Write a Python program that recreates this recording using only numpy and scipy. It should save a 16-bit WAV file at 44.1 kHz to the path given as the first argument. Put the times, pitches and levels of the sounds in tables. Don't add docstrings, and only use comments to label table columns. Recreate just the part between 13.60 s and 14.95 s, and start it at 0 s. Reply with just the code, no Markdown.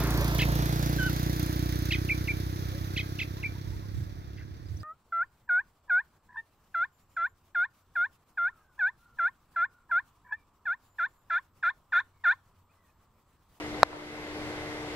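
import sys
import numpy as np
from scipy import signal
from scipy.fft import rfft, irfft, next_fast_len
from scipy.io import wavfile
from scipy.ndimage import uniform_filter1d, map_coordinates

SR = 44100
rng = np.random.default_rng(int(sys.argv[2]) if len(sys.argv) > 2 else 0)


def undo_db(level):
    steps = np.asarray(level, float) / 20
    return 10 ** steps


def dump(signal):
    limited = np.clip(np.atleast_2d(signal).T, -1, 1)
    pcm = np.round(limited * 32767).astype(np.int16)
    wavfile.write(sys.argv[1], SR, pcm)


N = 59535

# multiple of firing rate, level/dB
ENGINE_ORDERS = [(1, -60.5), (2, -59.5), (4, -43.5), (6, -51), (8, -56), (10, -57.5), (12, -60),
                 (28, -54.5)]
# f/Hz, density/dB
ROAR_SPECTRUM = [(60, -4), (140, 0), (200, -5.5), (450, 4.5), (1000, -2.5), (1700, -12), (4500, -16),
                 (13000, -36)]
# f/Hz, left port lead/rad
ROAR_LEFT_LEAD = [(200, .1), (1100, 0.6), (2200, 2.3), (3700, 3.36), (6000, 3), (10000, 2.2), (12500, 1)]
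# f/Hz, level/dB
HUM_LINES = [(119.7, -56.5), (221, -58), (359.5, -53)]
# f/Hz, level/dB
WHINE_LINES = [(7854, -79), (7881, -78)]
# f/Hz, density/dB
LEAF_SPECTRUM = [(200, -19), (500, -14), (1500, -2.5), (4000, -10.5), (8000, -23.5), (13000, -28.5)]
# f/Hz, density/dB
BUFFET_SPECTRUM = [(15, -31), (40, 0), (90, 3), (200, -19), (400, -44)]
# f/Hz, level/dB, t60/s, direction (signed gain)
HEAD_MODES = [(578, 3.5, 0.0052, 0.81), (980, 4.5, 0.0065, -0.85), (1457, 2, 0.0042, -0.94)]
# f/Hz, level/dB, t60/s, direction (sign)
BALL_MODES = [(1480, -10.5, .012, -1), (3000, -15.5, .0036, -1), (3300, -33, .012, 1),
              (3970, -10, .0078, -1), (4510, -16, .0095, 1), (5120, -21.5, .0095, -1), (5900, -28, .006, 1)]
# t/s after the knock, level/dB
FENCE_ECHOES = [
    (.0995, -27),
]

FIRING_HZ, SHAFT_WANDER, ORDER_SWAY_DB = 75.3, 0.00304, 0.85
ROAR_DB, ROAR_PAN_DB, CHUFF_DEPTH = -42, 1.8, 0.13
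FAN_HZ, FAN_WIDTH_HZ, FAN_DB = 2066, 240, 13.5
WHINE_LAG_S, WHINE_WIDE_HZ = .00003, 15000
LEAVES_DB = -45
BUFFET_DB, BUFFET_PAN_DB, BUFFET_SHARED = -55, 9, 0.34
BLOW_S, RELEASE_S = .23122, .00025
LAWN_DELAY_S, LAWN_DB = .00169, -14
CRACK_DB, CRACK_T60_S, CRACK_HZ = -26.5, .01, 6000
KNOCK_LAG_S, KNOCK_PAN_DB, KNOCK_WIDE_HZ = .00007, 0, 1500
FENCE_HZ, TAIL_DB, TAIL_T60_S, TAIL_RISE_S = 1190, -18.5, 0.43, 0.11
DUCK_DB, RECOVER_DB_PER_S, DUCK_DELAY_S, DUCK_SMOOTH_S = 8, 13.5, 0.0058, 0.0024
CEILING, KNEE_POWER = 1.02, 16
BAND_TOP_HZ, ROLL_HZ, ROLL_DB = 13345, 12600, -6
PORT_SIDE = np.array([[.5], [-.5]])


def unit(x):
    return x / np.sqrt(np.mean(x ** 2) + 1e-20)


def along(points, hz):
    f, v = np.transpose(points)
    return np.interp(np.log(hz + 1), np.log(f + 1), v)


def wobble(rate_hz):
    knots = rng.standard_normal(int(N * rate_hz / SR) + 4)
    return map_coordinates(knots, [np.arange(N) * rate_hz / SR])


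def filtered(x, response):
    m = next_fast_len(N + SR // 2)
    return irfft(rfft(x, m) * response(np.fft.rfftfreq(m, 1 / SR)), m)[..., :N]


def placed(x, lag_s, pan_db, wide_hz):
    def ports(hz):
        lag = PORT_SIDE * lag_s / (1 + (hz / wide_hz) ** 2)
        return undo_db(PORT_SIDE * pan_db) * np.exp(-2j * np.pi * hz * lag)
    return filtered(x, ports)


def rush(spectrum, patchy_db, channels):
    z = signal.stft(rng.standard_normal((channels, N)), nperseg=512)[2]
    field = uniform_filter1d(rng.standard_normal(z.shape[1:]), 6, 0)
    field = uniform_filter1d(field, 12, 1)
    noise = signal.istft(z * undo_db(patchy_db * unit(field)), nperseg=512)[1][:, :N]
    return unit(filtered(noise, lambda hz: undo_db(along(spectrum, hz))))


def engine():
    shaft_rad = 2 * np.pi * np.cumsum(FIRING_HZ * (1 + SHAFT_WANDER * wobble(5.99))) / SR
    tones = np.zeros(N)
    for order, db in ENGINE_ORDERS:
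        level = np.sqrt(2) * undo_db(db + ORDER_SWAY_DB * wobble(10))
        tones += level * np.sin(order * shaft_rad + 2 * np.pi * rng.random())
    roar = rush(ROAR_SPECTRUM, patchy_db=1.0, channels=1)[0]
    roar = roar * (1 + CHUFF_DEPTH * np.cos(shaft_rad))
    roar = filtered(roar, lambda hz: undo_db(FAN_DB * np.exp(-((hz - FAN_HZ) / FAN_WIDTH_HZ) ** 2)))
    roar = undo_db(ROAR_DB + 0.22 * wobble(3.6)) * roar

    def ports(hz):
        return undo_db(PORT_SIDE * ROAR_PAN_DB) * np.exp(1j * PORT_SIDE * along(ROAR_LEFT_LEAD, hz))
    return filtered(tones + roar, ports)


def hum(lines):
    t = np.arange(N) / SR
    total = np.zeros(N)
    for hz, db in lines:
        level = np.sqrt(2) * undo_db(db + 2.0 * wobble(7.64))
        total += level * np.sin(2 * np.pi * hz * t + 0.83 * wobble(6.87))
    return total


def whine():
    return placed(hum(WHINE_LINES), WHINE_LAG_S, 0, WHINE_WIDE_HZ)


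def leaves():
    return undo_db(LEAVES_DB) * rush(LEAF_SPECTRUM, patchy_db=-0.98, channels=2)


def wind():
    lumps = undo_db(2.4 * wobble(8.1) + PORT_SIDE * BUFFET_PAN_DB)
    buffet = rush(BUFFET_SPECTRUM, patchy_db=2.0, channels=2)
    buffet = buffet + BUFFET_SHARED * buffet[::-1]
    return undo_db(BUFFET_DB) * lumps * buffet


def ring(modes, start_s):
    t = np.clip(np.arange(N) / SR - start_s, 0, None)
    total = np.zeros(N)
    for hz, db, t60_s, direction in modes:
        total += direction * undo_db(db - 60 * t / t60_s) * np.sin(2 * np.pi * hz * t)
    return total


def knock():
    thud = ring(HEAD_MODES, BLOW_S) + undo_db(LAWN_DB) * ring(HEAD_MODES, BLOW_S + LAWN_DELAY_S)
    clack = ring(BALL_MODES, BLOW_S + RELEASE_S)
    t = np.arange(N) / SR - BLOW_S
    crack = (t > 0) * undo_db(CRACK_DB - 60 * np.abs(t) / CRACK_T60_S) * rng.standard_normal(N)
    crack = filtered(crack, lambda hz: (1j * hz / (CRACK_HZ + 1j * hz)) ** 2)
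    return thud + clack + crack


def grounds(hit):
    def fences(hz):
        return sum(undo_db(db) * np.exp(-2j * np.pi * hz * s) for s, db in FENCE_ECHOES)
    slaps = filtered(hit, fences)
    t = np.arange(SR // 2) / SR
    tail = rng.standard_normal((2, len(t))) * undo_db(-60 * t / TAIL_T60_S)
    tail = tail * np.clip(t / TAIL_RISE_S, 0, 1) ** 4
    tail = tail / np.linalg.norm(tail[0])
    scatter = undo_db(TAIL_DB) * signal.fftconvolve(hit[None], tail, axes=1)[:, :N]
    return filtered(slaps + scatter, lambda hz: 1 / (1 + 1j * hz / FENCE_HZ))


def scene():
    background = engine() + hum(HUM_LINES) + whine() + leaves() + wind()
    hit = knock()
    direct = placed(hit, KNOCK_LAG_S, KNOCK_PAN_DB, KNOCK_WIDE_HZ)
    return background + direct + grounds(hit)


def top_cut(x):
    return signal.sosfilt(signal.butter(12, 13340, fs=SR, output="sos"), x)


def record(dry):
    climb_db = RECOVER_DB_PER_S * np.arange(N) / SR
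    over = np.abs(dry).max(0) > CEILING
    held_db = np.maximum.accumulate(np.where(over, DUCK_DB + climb_db, -99))
    duck_db = np.clip(held_db - climb_db, 0, None)
    duck_db = np.pad(duck_db, (round(DUCK_DELAY_S * SR), 0))[:N]
    duck_db = uniform_filter1d(duck_db, max(1, round(DUCK_SMOOTH_S * SR)))
    x = dry * undo_db(-duck_db)
    x = x / (1 + np.abs(x / CEILING) ** KNEE_POWER) ** (1 / KNEE_POWER)
    x = filtered(x, lambda hz: (hz < BAND_TOP_HZ) * undo_db(ROLL_DB * (hz > ROLL_HZ)))
    return top_cut(x)


dry = scene()
out = record(dry)
dump(out)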